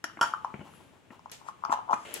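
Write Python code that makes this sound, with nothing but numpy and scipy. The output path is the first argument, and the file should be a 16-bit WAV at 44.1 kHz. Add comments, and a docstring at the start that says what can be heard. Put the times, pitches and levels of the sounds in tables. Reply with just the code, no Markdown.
"""Glass jars and a metal lid

Small glass jars on a kitchen counter, close by. Jars clink (crack, ringing modes, diffuse shimmer) and a
metal lid knocks hollowly on a rim (short swelling sines with edge ticks), then twists on the thread (random slips).
Damped low bumps, grainy finger brushes, swishes and a rub lie around it; two brighter clacks sound further
off. Noise shaped band by band makes the small room, over a coloured noise floor."""
import sys
import numpy as np
from scipy import signal
from scipy.fft import rfft, irfft
from scipy.io import wavfile
from scipy.ndimage import map_coordinates

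SR = 44100
rng = np.random.default_rng(int(sys.argv[2]) if len(sys.argv) > 2 else 0)


def wav_record(signal):
    """Record a signal, one row per channel, as 16-bit PCM in the file named by sys.argv[1]."""
    frames = np.transpose(np.atleast_2d(signal))
    bounded = np.clip(frames, -1, 1)
    # unit amplitude maps onto the largest positive 16-bit level
    quanta = np.round(bounded * 32767).astype(np.int16)
    wavfile.write(sys.argv[1], SR, quanta)


N = 97020


def undb(db):
    """Decibels to amplitude gain."""
    return 10 ** (np.asarray(db) / 20)


def unit(x):
    """Scale to rms 1."""
    return x / np.sqrt(np.mean(x ** 2))


def curve(rows, t, axis=1):
    """One column of a time table, joined by straight lines."""
    rows = np.array(rows)
    return np.interp(t, rows[:, 0], rows[:, axis])


def over_hz(rows, hz, axis=1):
    """One column of a frequency table, interpolated over log frequency."""
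    rows = np.array(rows)
    return np.interp(np.log(np.maximum(hz, 1)), np.log(rows[:, 0]), rows[:, axis])


def colour(x, points):
    """Minimum-phase filter with the given spectrum, scaled to unit power gain."""
    gain = unit(undb(over_hz(points, np.linspace(0, SR / 2, N + 1))))
    # fold the cepstrum onto positive time: causal response
    cepstrum = irfft(np.log(gain))
    cepstrum[1:N] *= 2
    cepstrum[N + 1:] = 0
    response = np.exp(rfft(cepstrum))
    return irfft(rfft(x, 2 * N) * response)[..., :N]


def fade(t60):
    """Exponential decay from 1, -60 dB at t60."""
    return np.exp(-np.log(1000) * np.minimum(np.arange(N) / SR / t60, 10))


def burst(t60):
    """White noise that decays exponentially."""
    return rng.standard_normal(N) * fade(t60)


def burst_pair(t60):
    """Two independent bursts."""
    return np.array([burst(t60), burst(t60)])


def add(out, start, sound):
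    """Mix a sound in at a start time in seconds."""
    i = max(int(start * SR), 0)
    size = min(sound.shape[-1], N - i)
    out[..., i:i + size] += sound[..., :size]


def pan(db):
    """Left and right gains from left minus right in dB."""
    return undb(np.array([[.5], [-.5]]) * db)


def ring(modes, tilt_db=0):
    """Sum of decaying sine modes, tilted in dB per octave about 3 kHz."""
    t = np.arange(N) / SR
    total = np.zeros(N)
    for hz, db, t60 in modes:
        gain = undb(db + tilt_db * np.log2(hz / 3000))
        total += gain * fade(t60) * np.sin(2 * np.pi * hz * t)
    return total


def slips(per_s, spread_db):
    """Stick-slip impulses at random times, of uneven size."""
    fires = rng.random(N) < per_s / SR
    return fires * undb(spread_db * np.clip(rng.standard_normal(N), -2, 2))


def grains(per_s):
    """Rough contact: random impulses of either sign, scaled to rms 1."""
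    return unit((rng.random(N) < per_s / SR) * rng.standard_normal(N))


def apart(x):
    """Antiphase left-right difference of a diffuse sound, reduced in the bass."""
    shared_below_hz = 550
    high_pass = signal.butter(1, shared_below_hz, "high", fs=SR, output="sos")
    return signal.sosfilt(high_pass, x) * np.array([[1], [-1]])


def wide_noise(pair, points, side, pan_db):
    """Coloured noise, partly different left and right."""
    mid, difference = colour(pair, points)
    return (mid + side * difference * np.array([[1], [-1]])) * pan(pan_db)


def hollow(hz):
    """The lid over the jar's air: a few sine cycles that swell and die."""
    rise_s, sharpness = 0.0015, 2.22
    t = np.arange(N // 100) / SR
    age = t / rise_s
    return (age * np.exp(1 - age)) ** sharpness * np.sin(2 * np.pi * hz * t)


def shaken():
    """Many jars of almost the same pitch: 12 close sines beat in a faint, wavering ring."""
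    centre_hz, spread_hz, t60_s, level_db = 2988, 130, 0.21, -28.5
    hz = centre_hz + spread_hz * rng.standard_normal(size=(12, 1))
    phase_cycles = rng.random(hz.shape)
    partials = np.sin(2 * np.pi * (hz * np.arange(N) / SR + phase_cycles))
    return undb(level_db) * unit(partials.sum(axis=0)) * fade(t60_s)


def lid():
    """Each knock is a hollow pock, an edge tick, a faint modal ring and jars shaken along."""
    # lid hits on the rim [t/s, level/dB, f/Hz, edge tick re knock/dB]
    knocks = [(0.0416, -29, 1340, 4), (0.0973, -38, 1260, -33), (0.1703, -39, 1520, -24),
              (0.191, -30, 1140, -43), (0.2138, -19, 1185, -33), (0.2188, -17.5, 1100, -40),
              (0.2293, -14, 1333, -20), (0.2353, -20.5, 1350, -28), (.2408, -19.5, 980, -22),
              (0.3369, -14.5, 1195, -32), (0.4464, -17, 1032, -25), (0.5022, -40, 1200, -30),
              (0.737, -46.5, 1170, -14), (1.1931, -42.5, 1000, -14), (1.2582, -32.5, 974, -24.5),
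              (1.297, -55.5, 1100, 10), (1.414, -42, 1000, -25), (1.4861, -26, 1146, -24),
              (1.4925, -34.5, 1080, -25), (1.4969, -40, 1000, -11), (1.6373, -21.5, 1100, -34),
              (1.6502, -20.5, 1148, -17), (1.6991, -25.5, 1080, -35), (1.705, -20, 1000, -39),
              (1.718, -17, 1145, -38), (1.7251, -11.5, 975, -14), (1.737, -18, 993, -17),
              (1.7438, -20.5, 980, -41), (1.7735, -28.5, 940, -35), (1.789, -25.5, 960, -28),
              (1.8888, -24, 1040, -43), (1.8951, -18.5, 980, -43), (1.9007, -26, 918, -43),
              (1.9062, -24, 870, -28), (1.9101, -17, 973, -25.5), (1.917, -27, 996, -20),
              (1.9303, -17, 1163, -21.5), (1.9347, -19, 965, -28), (1.9393, -28.5, 1170, -10),
              (1.963, -55, 1120, -22)]
    # after-ring of the lid [f/Hz, level re knock/dB, t60/s]
    lid_modes = [(867, -33.5, 0.76), (996, -27, 0.14), (1236, -26.5, 0.19), (3040, -45, 0.24)]
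    # spectrum of the metal edge [f/Hz, level/dB]
    tick_spectrum = [(150, -17.5), (500, -4), (1500, 8), (3000, -3.5), (4200, -6), (6300, 4), (8500, -40.5),
                     (11000, -13), (16000, -29)]
    tick_t60_s = 0.012
    pocks, ticks, blows, shakes = np.zeros((4, N))
    neighbours = shaken()
    for start, db, hz, tick_db in knocks:
        add(pocks, start, undb(db) * hollow(hz))
        add(ticks, start, undb(db + tick_db) * burst(tick_t60_s))
        add(shakes, start, undb(db + tick_db) * neighbours)
        add(blows, start, undb([db]))
    after_ring = signal.fftconvolve(blows, ring(lid_modes))[:N]
    return pocks + shakes + colour(ticks, tick_spectrum) + after_ring


def thread():
    """The turning lid chatters and grinds on the glass thread; each slip has its own pitch."""
    # lugs sliding on the thread [t/s, chatter level/dB, gritty treble level/dB]
    twist = [(1.40, -66, -83), (1.49, -46.5, -53), (1.54, -101, -93), (1.61, -58.5, -97), (1.69, -38, -73),
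             (1.725, -50, -39), (1.75, -67, -57), (1.785, -37.5, -73), (1.85, -71, -86), (1.88, -45.5, -86),
             (1.91, -32.5, -62), (1.938, -23, -43.5), (1.955, -65, -58.5), (2.05, -75, -56.5),
             (2.2, -62, -52.5)]
    # spectrum of the grinding [f/Hz, level/dB]
    grit_spectrum = [(300, -2), (1500, 10), (2700, 0), (4200, -5.5), (6100, -1.5), (8500, -5.5),
                     (11000, -6.5), (16000, -42)]
    chatter_per_s, chatter_hz, grit_per_s = 420, 1000, 2900
    t = np.arange(N) / SR
    sizes = slips(chatter_per_s, spread_db=4.5)
    pitches_hz = chatter_hz * 2 ** rng.uniform(-.15, .25, N)
    chatter = np.zeros(N)
    for i in np.flatnonzero(sizes):
        add(chatter, t[i], sizes[i] * hollow(pitches_hz[i]))
    grit = unit(colour(slips(grit_per_s, spread_db=1), grit_spectrum))
    chatter = unit(chatter) * undb(curve(twist, t))
    grit = grit * undb(curve(twist, t, axis=2))
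    return (chatter + grit) * (t > twist[0][0])


def jars():
    """Glass meets glass: a noise crack, the jar's modes and a dense shimmer among the other jars."""
    # glass on glass [t/s, level/dB, ring tilt/(dB/octave), crack re ring/dB]
    clinks = [(0.0408, -40, 6, 9), (0.212, -23.5, -0.5, 5.5), (0.226, -33.5, 1, -11), (0.233, -36, -3, -11)]
    # modes of the jar [f/Hz, level/dB, t60/s]
    jar_modes = [(950, 1.5, 0.099), (1010, -17, 0.42), (1375, 7, 0.045), (1532, -9, 0.18),
                 (1592, -19, 0.28), (1830, -19, 0.32), (2980, -11, 0.068), (3218, -28.5, 0.22),
                 (4615, -15.5, 0.079), (4660, -18.5, .13), (5430, -8.5, 0.093), (5390, -11.5, 0.13),
                 (5846, -23, .14), (6590, -22.5, 0.12), (7415, -19.5, 0.079), (11160, -10, 0.044)]
    # spectrum of the contact crack [f/Hz, level/dB]
    crack_spectrum = [(70, -23), (150, 8), (300, -21), (700, 11.5), (1500, 10), (2200, -9), (3200, 8.5),
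                      (4000, -26), (6800, -13), (8300, -19), (11000, -6), (12500, -63), (16000, -43)]
    # spectrum of the shimmer [f/Hz, level/dB]
    scatter_spectrum = [(90, -16), (300, 1.5), (1400, 12), (2200, -1.5), (3100, -0.5), (4000, -9),
                        (6700, -5), (8200, -13.5), (9300, -7.5), (11300, -9), (12500, -20), (16000, -36)]
    crack_t60_s, scatter_t60_s, scatter_db, scatter_side = 0.02, 0.32, -11, 0.71
    rings, cracks = np.zeros((2, N))
    scatter = np.zeros((2, N))
    for start, db, tilt_db, crack_db in clinks:
        add(rings, start, undb(db) * ring(jar_modes, tilt_db))
        add(cracks, start, undb(db + crack_db) * burst(crack_t60_s))
        add(scatter, start, undb(db + scatter_db) * burst_pair(scatter_t60_s))
    mid, side = colour(scatter, scatter_spectrum)
    return rings + colour(cracks, crack_spectrum) + mid + scatter_side * apart(side)


def counter():
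    """Dull, quickly damped bumps with a short papery edge; they set jars ringing."""
    # soft bumps on the counter [t/s, level/dB, f/Hz, edge re bump/dB]
    thuds = [(0.0398, -41, 314, -22), (0.172, -40.5, 315, -0.5), (0.541, -33.5, 142, -5),
             (.593, -33.5, 138, -13.5), (.606, -36.5, 170, -13), (.612, -37, 206, -12),
             (1.105, -44, 243, -1.5), (1.695, -35.5, 292, -7), (1.728, -44.5, 327, -21),
             (1.935, -36, 224, 3)]
    # spectrum of the papery edge [f/Hz, level/dB]
    edge_spectrum = [(100, -17), (350, 3.5), (700, 15.5), (1500, 10), (2500, 12), (3800, -25), (12000, -47)]
    # spectrum of the lumpy body [f/Hz, level/dB]
    lump_spectrum = [(80, -16), (230, -3.5), (450, -5.5), (3000, -37), (16000, -77)]
    thud_t60_s, edge_t60_s, lump_t60_s, lump_db = 0.038, 0.027, 0.053, -7.5
    bumps, edges = np.zeros((2, N))
    for start, db, hz, edge_db in thuds:
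        tone = ring([(hz, 0, thud_t60_s)])
        lump = undb(lump_db) * colour(grains(900) * fade(lump_t60_s), lump_spectrum)
        add(bumps, start, undb(db) * (tone + shaken() + lump))
        add(edges, start, undb(db + edge_db) * burst(edge_t60_s))
    return bumps + colour(edges, edge_spectrum)


def fingers():
    """Fingers brush over the lid: grainy slips that rise quickly and die away."""
    # brushes [t/s, level/dB, length/s]
    brushes = [(0.638, -52, 0.084), (0.792, -54.5, 0.03), (0.919, -62.5, 0.11), (1.102, -54, 0.089)]
    # spectrum of the skin on metal [f/Hz, level/dB]
    brush_spectrum = [(100, -23), (300, -3.5), (700, -2), (1100, 2), (1700, -16), (2700, -16),
                      (5000, -24.5), (16000, -33)]
    attack_s = 0.023
    t = np.arange(N) / SR
    touch = np.zeros(N)
    for start, db, length in brushes:
        touch += undb(db) * np.interp(t - start, [0, attack_s, length], [0, 1, 0])
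    return touch * unit(colour(slips(1500, spread_db=2.0), brush_spectrum))


def slide():
    """Soft swish as the hand slides the jar: coloured noise that swells and fades."""
    # swish level [t/s, level/dB]
    swish = [(.54, -89.5), (.75, -62), (1.02, -84)]
    # spectrum of the swish [f/Hz, level/dB]
    swish_spectrum = [(3000, 3), (4800, -9.5), (8800, -7.5), (10700, 6), (15000, -28)]
    t = np.arange(N) / SR
    sliding = (t > swish[0][0]) * (t < swish[-1][0])
    return colour(rng.standard_normal(N), swish_spectrum) * undb(curve(swish, t)) * sliding


def clacks():
    """Clacks further off: a bright noise snap with a long diffuse tail."""
    # distant clacks [t/s, level/dB, left minus right/dB, snap re tail/dB, tail tilt/(dB/octave)]
    far_hits = [(1.3157, -43, -0.5, 5, 0.26), (2.1403, -39, 1, 14, 4.2)]
    # spectrum of the tail before tilt [f/Hz, level/dB]
    tail_spectrum = [(100, -10), (450, 4.5), (1000, -1.5), (2700, 1), (5000, -2), (9000, -6.5),
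                     (12000, -10.5), (16000, -24)]
    # spectrum of the first snap [f/Hz, level/dB]
    snap_spectrum = [(500, -3), (3000, -35), (7000, -10.5), (11000, 6), (16000, -18)]
    tail_t60_s, snap_t60_s, snap_pan_db = 0.3, 0.012, 8.5
    tails, snaps = np.zeros((2, 2, N))
    for start, db, pan_db, snap_db, tilt_db in far_hits:
        tilted = [(hz, level + tilt_db * np.log2(hz)) for hz, level in tail_spectrum]
        add(tails, start, undb(db) * pan(pan_db) * colour(burst_pair(tail_t60_s), tilted))
        add(snaps, start, undb(db + snap_db) * pan(snap_pan_db) * burst(snap_t60_s))
    return tails + colour(snaps, snap_spectrum)


def rub():
    """Something rubs across the counter: coloured rough-contact grains."""
    # rub level [t/s, level/dB]
    rub_level = [(2.05, -44), (2.054, -47), (2.075, -48), (2.105, -46.5), (2.135, -49.5), (2.16, -41),
                 (2.2, -49.5)]
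    # spectrum of the rub [f/Hz, level/dB]
    rub_spectrum = [(100, -26), (315, 2.5), (450, 3.5), (818, -4), (1100, -9), (3050, -3), (5190, -24.5),
                    (10200, -20), (16000, -37)]
    t = np.arange(N) / SR
    pair = np.array([grains(1500), grains(1500)])
    noise = wide_noise(pair, rub_spectrum, side=0.66, pan_db=0.0)
    return noise * undb(curve(rub_level, t)) * (t > rub_level[0][0])


def kitchen(x):
    """Noise impulse response: dense early reflections, then a tail with its own decay per band."""
    # room bands [f/Hz, reverberation level/dB, t60/s]
    room = [(99, -3, 0.27), (403, -6, 0.32), (1100, -9.5, 0.36), (2900, -4, 0.35), (6000, -11.5, 0.27),
            (14000, -11, 0.29)]
    early_db, early_t60_s, early_gap_s, tail_rise_s = -5.5, 0.067, 0.0013, 0.0087
    t, hz = np.arange(N) / SR, np.linspace(0, SR / 2, N // 2 + 1)
    noise, tail = rfft(rng.standard_normal((2, N))), 0
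    for k, (_, db, t60) in enumerate(room):
        # crossfading band weight: 1 at its own frequency, 0 at the others
        band = over_hz([(row[0], j == k) for j, row in enumerate(room)], hz)
        shape = fade(t60) * (1 - np.exp(-(t / tail_rise_s) ** 2))
        tail = tail + undb(db) * irfft(noise * band, N) * shape / np.linalg.norm(shape)
    early = burst_pair(early_t60_s) * (t > early_gap_s)
    early = undb(early_db) * early / np.linalg.norm(early, axis=1, keepdims=True)
    mid, side = tail + early
    response = (mid + apart(side)) / np.sqrt(2)
    return signal.fftconvolve(x[None], response, axes=1)[:, :N]


def floor():
    """Steady background: wide coloured noise with slow level changes."""
    # spectrum of the background [f/Hz, level/dB]
    floor_spectrum = [(30, -5), (75, -0.5), (199, -6), (295, -9), (1810, -20.5), (2900, -21), (4780, -32.5),
                      (10200, -35), (16000, -46)]
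    # slow swell [t/s, level/dB]
    swell = [(0, -2.5), (.15, 4), (.8, 5), (1.0, .5), (2.2, 4.5)]
    floor_db = -61  # before the swell
    noise = wide_noise(rng.standard_normal((2, N)), floor_spectrum, side=0.78, pan_db=1.5)
    return noise * undb(floor_db + curve(swell, np.arange(N) / SR))


def scene():
    """Close sounds placed by level and delay, with the room and its background."""
    # where the lid is [t/s, left minus right/dB, lead of the left channel/ms]
    place = [(.04, 8, 0.071), (.21, -3, 0.17), (.34, 1, .012), (.45, 3.5, 0.065), (1.26, 6, 0.21),
             (1.64, 11.5, 0.27), (1.73, 4.5, .28), (1.93, 7, 0.28)]
    glass_pan_db, counter_pan_db = -1, 5
    t = np.arange(N) / SR
    metal, glass = lid() + thread(), jars()
    handling = counter() + fingers() + slide()
    late = map_coordinates(metal, [(t - curve(place, t, axis=2) / 1000) * SR], mode="nearest")
    direct = np.array([metal, late]) * pan(curve(place, t))
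    direct = direct + glass * pan(glass_pan_db) + handling * pan(counter_pan_db)
    reverberant = kitchen(metal + glass.mean(axis=0) + handling)
    return direct + reverberant + clacks() + rub() + floor()


def record(dry):
    """The right microphone has its own response, duller on top; both lose rumble and extreme treble."""
    # response of the right microphone [f/Hz, gain/dB]
    right_mic = [(100, -2), (5000, -1.5), (7500, 5), (10000, -10), (16000, -19)]
    low_cut_hz, top_hz = 114, 16300
    right_gain = undb(over_hz(right_mic, np.linspace(0, SR / 2, N + 1)))
    right = irfft(rfft(dry[1], 2 * N) * right_gain)[:N]
    rumble_cut = signal.butter(2, low_cut_hz, "high", fs=SR, output="sos")
    top_cut = signal.ellip(10, .2, 80, top_hz, fs=SR, output="sos")  # .2 dB ripple, 80 dB stopband
    return signal.sosfilt(top_cut, signal.sosfilt(rumble_cut, [dry[0], right]))


dry = scene()
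out = record(dry)
wav_record(out)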